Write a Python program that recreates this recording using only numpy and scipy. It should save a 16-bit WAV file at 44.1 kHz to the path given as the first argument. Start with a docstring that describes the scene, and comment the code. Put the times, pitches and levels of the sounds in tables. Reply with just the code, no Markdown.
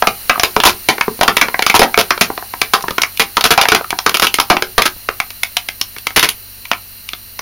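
"""Small room, a microphone with two close ports right by a thin plastic bottle on the carpet.
From the start a vacuum pump hums low (sines over rumble), and a bright hiss (shaped noise) thins out as
the air runs out. At once the bottle is sucked flat: its wall buckles in single snaps, some followed by
small ticks, then also in longer runs of creasing. Each buckle is a burst of tiny slips coloured by the
wall, and the loud ones overload the microphone; towards the end the snaps grow sparse."""
import sys
import numpy as np
from scipy import signal
from scipy.fft import rfft, irfft, next_fast_len
from scipy.io import wavfile
from scipy.ndimage import uniform_filter1d

SR = 44100
rng = np.random.default_rng(int(sys.argv[2]) if len(sys.argv) > 2 else 0)


def waveform_to_disk(signal):
    """Save audio, clipped to [-1, 1], as 16-bit WAV at the path in sys.argv[1]."""
    frames = np.transpose(np.atleast_2d(signal))
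    scaled = np.clip(frames, -1, 1) * 32767
    samples = np.round(scaled).astype(np.int16)
    wavfile.write(sys.argv[1], SR, samples)


N = 326781


def from_db(db):
    """Decibels to gain."""
    return 10 ** (np.asarray(db) / 20)


def unit(x):
    """Scale to an energy of one."""
    return x / np.sqrt(np.sum(x ** 2, axis=-1, keepdims=True) + 1e-20)


def at_hz(points, hz):
    """Read a table on a log-frequency axis."""
    points = np.array(points)
    return np.interp(np.log(np.maximum(hz, 1)), np.log(points[:, 0]), points[:, 1])


def butter(x, kind, edge_hz, order=2):
    """Causal Butterworth filter."""
    edge_hz = np.clip(edge_hz, 10, .45 * SR)
    sections = signal.butter(order, edge_hz, kind, fs=SR, output="sos")
    return signal.sosfilt(sections, x + 1e-18)


def resonance(x, hz, width_hz):
    """Two-pole resonance with a gain of one on top."""
    radius = np.exp(-np.pi * width_hz / SR)
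    zeros = np.array([1, 0, -1]) * (1 - radius ** 2) / 2
    poles = [1, -2 * radius * np.cos(2 * np.pi * hz / SR), radius ** 2]
    return signal.lfilter(zeros, poles, x)


def coloured(x, gain_at):
    """Give a signal a smooth spectrum, passed as a function of frequency."""
    size = next_fast_len(x.shape[-1])
    spectrum = rfft(x, size) * gain_at(np.fft.rfftfreq(size, 1 / SR))
    return irfft(spectrum, size)[..., :x.shape[-1]]


def causal(gain_db):
    """Minimum-phase response for dB on an FFT grid: nothing sounds before the blow."""
    cepstrum = irfft(np.log(from_db(gain_db)))
    half = len(cepstrum) // 2
    cepstrum[1:half] *= 2
    cepstrum[half + 1:] = 0
    return np.exp(rfft(cepstrum))


def stereo_noise(gain_at, side_at):
    """Steady noise of a given spectrum, rms one in the middle, with a weaker side."""
    mid, side = unit(coloured(rng.standard_normal((2, N)), gain_at)) * np.sqrt(N)
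    return mid + coloured(side, side_at) * np.array([[1], [-1]])


# pump motor, turning rate and its multiples: [f/Hz, level/dB rms]
PUMP_HUM = [(48.4, -51.5), (96.9, -49.5), (193.8, -61), (242.2, -60)]
# low rumble of pump and room: [f/Hz, relative level/dB per Hz]
PUMP_RUMBLE = [(20, 2), (42, 0), (70, -1), (100, -2), (140, -13.5), (250, -13), (600, -21), (1500, -38.5)]


def pump(rumble_db=-49.5, side_db=-7.5):
    """The motor turns steadily: sines at its rate and multiples, over low noise."""
    t = np.arange(N) / SR
    hum = 0
    for hz, db in PUMP_HUM:
        hum = hum + np.sqrt(2) * from_db(db) * np.sin(2 * np.pi * (hz * t + rng.random()))

    def rumble_gain(hz):
        """The rumble fades further above 2 kHz."""
        return from_db(at_hz(PUMP_RUMBLE, hz)) / (1 + (hz / 2000) ** 2)
    rumble = stereo_noise(rumble_gain, lambda hz: from_db(side_db))
    return hum + from_db(rumble_db) * rumble


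# broad hiss: [f/Hz, relative level/dB per Hz]
HISS_SPECTRUM = [(300, -8), (1200, -5), (2000, -3), (3500, -7), (5000, -6), (7000, -5), (9000, 3.5),
                 (11000, 0.5), (12700, -0.5), (16000, -1)]
# narrow peaks on the shape of the hiss: [f/Hz, width at half amplitude/Hz, relative level/dB]
HISS_PEAKS = [(2800, 500, 5), (4120, 330, 13), (4600, 350, 8), (5650, 450, 4), (11800, 170, 10),
              (13460, 150, 13), (14720, 300, 11)]
# difference between the two ports in the hiss: [f/Hz, side level/dB]
HISS_SIDE = [(500, -5.5), (2400, -26), (4400, -28), (8000, -6), (15000, -10)]
# the broad hiss sinks as the air runs out; its narrow peaks sink more slowly
HISS_DB, HISS_FALL_DB_PER_S = -29.5, 1.0
PEAKS_DB, PEAKS_FALL_DB_PER_S = -34, .5


def hiss():
    """Shaped noise that slowly sinks, leaving a few narrow peaks standing."""
    def broad(hz):
        """Gain of the smooth hiss."""
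        return from_db(at_hz(HISS_SPECTRUM, hz))

    def peaks(hz):
        """Gain of the narrow peaks."""
        power = 0
        for centre, width, db in HISS_PEAKS:
            power = power + from_db(db) ** 2 / (1 + (2 * (hz - centre) / width) ** 2) ** 2
        return broad(hz) * np.sqrt(power)

    def side(hz):
        """Gain of the difference between the ports."""
        return from_db(at_hz(HISS_SIDE, hz))
    t = np.arange(N) / SR
    smooth = from_db(HISS_DB - HISS_FALL_DB_PER_S * t) * stereo_noise(broad, side)
    narrow = from_db(PEAKS_DB - PEAKS_FALL_DB_PER_S * t) * stereo_noise(peaks, side)
    return smooth + narrow


# what the bottle radiates, the hollow note of the air inside near 430 Hz:
# [f/Hz, relative level/dB per Hz]
WALL = [(50, -1.5), (140, -1.5), (220, 3), (320, 5), (430, 4), (540, 0), (720, -2), (1000, -1), (1300, 3),
        (1750, -2), (2400, -1), (5200, -6.5), (7400, -8.5), (10000, -2.5), (16000, -12.5)]
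PANEL_BLUR_DB_PER_DB = 0.31  # loss of the panel's note as the blow gets harder
SIZZLE_PER_SHARPNESS = 1.55  # sharpness lifts the crack one for one and the sizzle above it faster


def buckle(level_db, panel_hz, thump_db, sharpness_db, length_s, sizzle_offset_db=-11, grain_db=5.0,
           clump_db=3.5, first_db=0.5, fade=1.45, panel_db=9.5, panel_width_hz=90, panel_loss=0.13,
           evenness=0.23, bend_delay_s=.0007, size=8192):
    """A sudden flip and a burst of tiny slips pump the air inside, ring a panel and crack the crease."""
    t = np.arange(size) / SR
    hz = np.maximum(np.fft.rfftfreq(size, 1 / SR), 1)
    slips, grain, clumps = rng.standard_normal((3, size))
    # a crease advances in fits and starts, about a millisecond each
    clumps = unit(uniform_filter1d(clumps, size=48)) * np.sqrt(size)
    roughness = from_db(grain_db * grain + clump_db * clumps)
    slips = unit(slips * roughness * np.exp(-np.minimum((t / length_s) ** fade, 20)))
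    # the first flip dominates a short snap and is lost in a long run
    slips[0] += from_db(first_db) * np.sqrt(0.00082 / length_s)
    # big flips thump, sharp creases crack and sizzle
    low = at_hz([(430, 1), (720, 0)], hz)
    high = at_hz([(1800, 0), (2900, 1)], hz)
    top = at_hz([(5500, 0), (8800, 1)], hz)
    sizzle_db = sizzle_offset_db + SIZZLE_PER_SHARPNESS * sharpness_db
    colour_db = at_hz(WALL, hz) + low * thump_db + (high - top) * sharpness_db + top * sizzle_db
    # the panel that flips rings briefly at its own pitch; small high panels die sooner
    half_width = panel_width_hz + panel_loss * panel_hz
    # a hard buckle drags its neighbours along, which blurs the note
    ring_db = max(panel_db - PANEL_BLUR_DB_PER_DB * max(level_db, 0), 0)
    colour_db = colour_db + ring_db / (1 + ((hz - panel_hz) / half_width) ** 2)
    # the slips supply the grain, while the wall sets most of the broad colour
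    drive = rfft(slips)
    drive_db = 10 * np.log10(uniform_filter1d(np.abs(drive) ** 2, size=64) + 1e-9)
    # bending waves disperse: the lows leave the wall after the highs (delay given at 1 kHz)
    bend = np.exp(-4j * np.pi * bend_delay_s * np.sqrt(1000 * hz))
    sound = irfft(drive * bend * causal(colour_db - evenness * drive_db))
    return unit(sound) * from_db(level_db) * np.sqrt(length_s * SR)


# a panel of the wall flips; thump and sharpness are relative to the middle range:
# [t/s, relative level/dB, panel f/Hz, thump level/dB, sharpness level/dB]
SNAPS = [(0.023, 3, 770, -14.5, -11), (0.0712, 5, 620, -10, -2.5), (0.2954, 9.5, 2500, -13.5, -8.5),
         (0.357, -10.5, 1180, -12, -11.0), (0.377, -14.5, 870, -6.0, -17.0),
         (0.3967, -0.5, 5910, -22.0, -0.5), (0.4335, 7, 940, -10.0, 4), (0.5642, 2.5, 970, -3, -4),
         (0.6017, 0.5, 3150, -8.5, -2.0), (0.636, 6, 970, -10, 4), (0.887, 10.5, 399, -14, 0.5),
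         (0.9815, -13, 2320, -4, -6.0), (1.0104, 1.5, 2480, -21, -6.5), (1.0802, -6, 840, 10.5, -17),
         (1.191, -20, 700, 5, -6.0), (1.211, 6, 710, -9.5, -2), (1.2321, 1.5, 734, -9.5, 4.5),
         (1.2791, 9.5, 1160, -9.5, -3.5), (1.3677, 6, 2370, -10, 3.5), (1.413, 10.5, 2370, -8.0, 1.5),
         (1.484, -10.5, 860, -6, -6), (1.543, -6, 2130, -11, -14.5), (1.5924, -3, 755, -11.0, -3),
         (1.623, -2.0, 2270, -9, 3), (1.6643, 5.5, 1140, -14.5, 5.5), (1.6982, 4.5, 2330, -9, 2.5),
         (1.742, 2, 920, -8, -4), (1.793, 9, 690, -3, 4.5), (1.817, 11, 660, -8, -8),
         (1.9429, -3.5, 2300, -28, -5.5), (1.9756, 6.5, 466, -8.5, -3), (2.0118, -3.5, 1460, -25, 9),
         (2.106, 6, 5130, -8.5, -8), (2.3013, -11, 740, 0, -21), (2.377, -13, 706, -9.5, -4),
         (2.425, -20, 686, -11.5, -31), (2.5373, -14.5, 330, -22.5, -12.5), (2.6154, 2, 2070, -1.5, 6),
         (2.7355, 9.5, 1430, -12, 3), (2.8245, -18.5, 5740, 13, 22), (2.8393, -13.5, 930, -1.5, -29),
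         (2.882, -8.5, 1760, -4.5, -4), (2.9072, -11, 1190, 4.5, 3.5), (2.9816, -2.5, 1360, -7.5, -3.0),
         (3.018, -1, 6130, -14, 9), (3.0338, -1.5, 2270, -21, -3), (3.1733, -15, 2300, -18.0, 15),
         (3.369, 1, 1264, -11.5, 2), (3.3785, -3.5, 1050, -5.5, -2), (3.4096, -4.5, 4500, -18, 3.5),
         (3.44, 8.5, 1430, -9.5, 8.5), (3.577, 11.5, 670, -18, -5), (3.613, 8.0, 460, -16, 4.5),
         (3.654, -2, 480, -27, -11), (3.6858, 4.5, 440, -14, 4.5), (3.719, 9.5, 1500, -8.0, -2.5),
         (3.748, 7.5, 410, -13, 2.5), (3.81, -14.5, 470, -14.5, -17), (3.843, -16.0, 1240, -7, -6.0),
         (3.9053, -7.0, 2200, -14, 8.5), (3.9277, -9.5, 867, -4.5, -23.0), (3.9884, -6, 5380, -20, 1),
         (4.0629, 7, 1390, -7.5, -0.5), (4.094, -5.5, 1380, -9, 10), (4.17, -5.5, 1250, -22, 9),
         (4.1973, -1.5, 1310, -15, 9.5), (4.269, 1.5, 2800, -16, 5.5), (4.3413, 3, 2010, -6, 14),
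         (4.386, -3, 1200, -3, -2.5), (4.3995, 5, 1105, -15, 6.5), (4.5005, 13.5, 870, -6.5, -2.0),
         (4.5676, -3.5, 2880, -4.5, -5), (4.623, -2.5, 373, -12, -2.5), (4.7798, 10.5, 1900, -5.5, -1.0),
         (4.8203, 2.5, 2080, -18, 7.5), (5.088, -4.5, 2940, -6, -6), (5.2011, -3.5, 2140, -15.5, 1.5),
         (5.3044, -19.5, 1730, -12, 9), (5.433, -3, 1990, -10, 11), (5.568, -1, 2970, -38, 6.5),
         (5.687, -10, 2030, -12.5, 5), (5.813, -3.5, 5500, -11.0, 9.5), (5.964, -22, 2040, -5.0, -1),
         (5.984, -19.5, 1500, -9, 13.5), (6.0691, -5, 2110, -8.5, 6), (6.106, -21, 2140, -14, -2),
         (6.194, 4.5, 1820, -18, 12.0), (6.289, 1, 1950, -18, 17), (6.653, -21, 2300, -29, 6.5),
         (6.7145, 0.0, 2940, -11, -2), (6.733, -11.5, 2410, -24, -2), (7.089, -15, 2420, -28, 12),
         (7.1332, -14, 3550, -11.0, 1), (7.3916, -14, 5910, -8, -0.5)]
SNAP_S = 0.0033  # decay time of the slips in a flip


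def snaps():
    """Single flips of a panel, all equally short: (s, sound)."""
    return [(s, buckle(db, hz, thump_db, sharpness_db, SNAP_S))
            for s, db, hz, thump_db, sharpness_db in SNAPS]


# the wall settles with a faint tick after some of the hard snaps
HARD_SNAP_DB, TICK_SHARE, TICK_WAIT_S = 2.0, 0.33, (.015, 0.098)
TICK_DB, TICK_SPREAD_DB, TICK_SPREAD_OCTAVES = -18.5, 4.5, .5


def ticks():
    """After a hard snap a neighbouring panel may settle with a faint tick of similar colour: (s, sound)."""
    out = []
    for s, db, hz, thump_db, sharpness_db in SNAPS:
        if db <= HARD_SNAP_DB or rng.random() >= TICK_SHARE:
            continue
        wait_s = rng.uniform(*TICK_WAIT_S)
        louder, higher = rng.standard_normal(2)
        tick_db = TICK_DB + TICK_SPREAD_DB * louder
        tick_hz = hz * 2 ** (TICK_SPREAD_OCTAVES * higher)
        sound = buckle(tick_db, tick_hz, thump_db, sharpness_db, SNAP_S, size=4096)
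        out.append((s + wait_s, sound))
    return out


# a crease runs along the wall: [t/s, relative level/dB, panel f/Hz, decay time of the slips/s]
CREASES = [(0.652, 1.5, 960, 0.03), (1.749, -2.5, 940, 0.018), (1.829, -7, 714, 0.011),
           (1.9866, -4.5, 596, 0.016), (2.2102, 7.5, 1970, 0.0063), (3.1961, -2.5, 2030, .024),
           (3.452, -5, 1360, .016), (3.506, -.5, 1540, 0.023), (4.143, -4.5, 2870, 0.01),
           (4.2207, -4, 1320, 0.025), (4.8552, -6, 1510, 0.016), (6.1614, -1.5, 1830, 0.022),
           (6.2276, -3.5, 2030, 0.025)]
CREASE_THUMP_DB, CREASE_SHARPNESS_DB = -5.5, 5


def creases():
    """Longer runs of slips, all equally sharp, that stick and jump more than a single flip: (s, sound)."""
    return [(s, buckle(db, hz, CREASE_THUMP_DB, CREASE_SHARPNESS_DB, max(length_s, SNAP_S),
                       sizzle_offset_db=-9.5, grain_db=6.0, clump_db=5.0, fade=1.56, panel_db=7))
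            for s, db, hz, length_s in CREASES]


# decay of the room: [f/Hz, time to fall 60 dB/s]
ROOM_T60 = [(150, 0.23), (400, 0.18), (1000, 0.16), (2800, 0.13), (7000, 0.13)]
# desk, floor and walls close by: [mean delay t/s, level/dB]
ECHOES = [(.0021, -22.5), (.0034, -25), (0.013, -24), (0.0125, -35.5), (0.0162, -33)]
# difference between the two ports for the bottle: [f/Hz, side level/dB]
BOTTLE_SIDE = [(200, -22), (1000, -38.5), (2400, -28.5), (4400, -20.5), (8000, -11), (15000, -2.5)]


def room(tail_db=-12.5, build_s=0.0058, port_blur_s=0.0022):
    """Near echoes, then a short tail; the two close ports differ mostly in the treble."""
    t = np.arange(SR // 4) / SR
    edges = np.geomspace(60, 16000, 9)
    tail = 0
    for low, high in zip(edges, edges[1:]):
        band = butter(rng.standard_normal((2, len(t))), "band", [low, high])
        tail = tail + band * from_db(-60 * t / at_hz(ROOM_T60, np.sqrt(low * high)))
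    build_up = 1 - np.exp(-(t / build_s) ** 2)
    mid, side = from_db(tail_db) * unit(tail * build_up)
    mid[0] += 1  # direct sound
    # every path has slightly different echo delays
    for delay, echo_db in ECHOES:
        stretch = 1 + .15 * rng.uniform(-1, 1)
        mid[round(delay * SR * stretch)] += from_db(echo_db)
    side = side + unit(rng.standard_normal(len(t)) * np.exp(-t / port_blur_s))
    padded = np.pad(side, (0, len(t)))
    side = coloured(padded, lambda hz: from_db(at_hz(BOTTLE_SIDE, hz)))[:len(t)]
    return np.array([mid + side, mid - side])


def bottle(count=24):
    """Creases face different ways, so the buckles take turns on different paths to the microphone."""
    paths = [room() for _ in range(count)]
    out = np.zeros((2, N + SR))
    for k, (s, sound) in enumerate(snaps() + creases() + ticks()):
        heard = signal.fftconvolve(sound[None], paths[k % count], axes=1)
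        start = round(s * SR)
        out[:, start:start + heard.shape[1]] += heard
    return out[:, :N]


# resonances of the room and the furniture, the same for every buckle: [f/Hz, width/Hz, level/dB]
ROOM_MODES = [(191.4, 35, -9), (235, 14, -9.5), (368, 7.3, -4), (438.2, 28.6, 0.5), (722.5, 75, -4),
              (796, 8.7, -2), (949, 25, -4), (1021, 39, -3.5), (1287, 9.3, -12), (1373, 10, -31.5),
              (2283, 210, -8.5)]


def standing_waves(x):
    """The room's modes ring on after each buckle."""
    return x + sum(from_db(db) * resonance(x, hz, width_hz) for hz, width_hz, db in ROOM_MODES)


def scene():
    """The bottle in the room, over pump and hiss."""
    return pump() + hiss() + from_db(-1.5) * standing_waves(bottle())


def record(dry, top=0.91, notch_width_hz=2400, cutoff_hz=15800):
    """Loud snaps overload; the microphone has a deep notch at 7900 Hz and a steep top end."""
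    clipped = np.clip(dry, -top, top)
    notched = clipped - .9 * resonance(clipped, 7900, notch_width_hz)
    low_pass = signal.ellip(10, .1, 70, cutoff_hz, fs=SR, output="sos")
    return signal.sosfilt(low_pass, notched)


dry = scene()
out = record(dry)
waveform_to_disk(out)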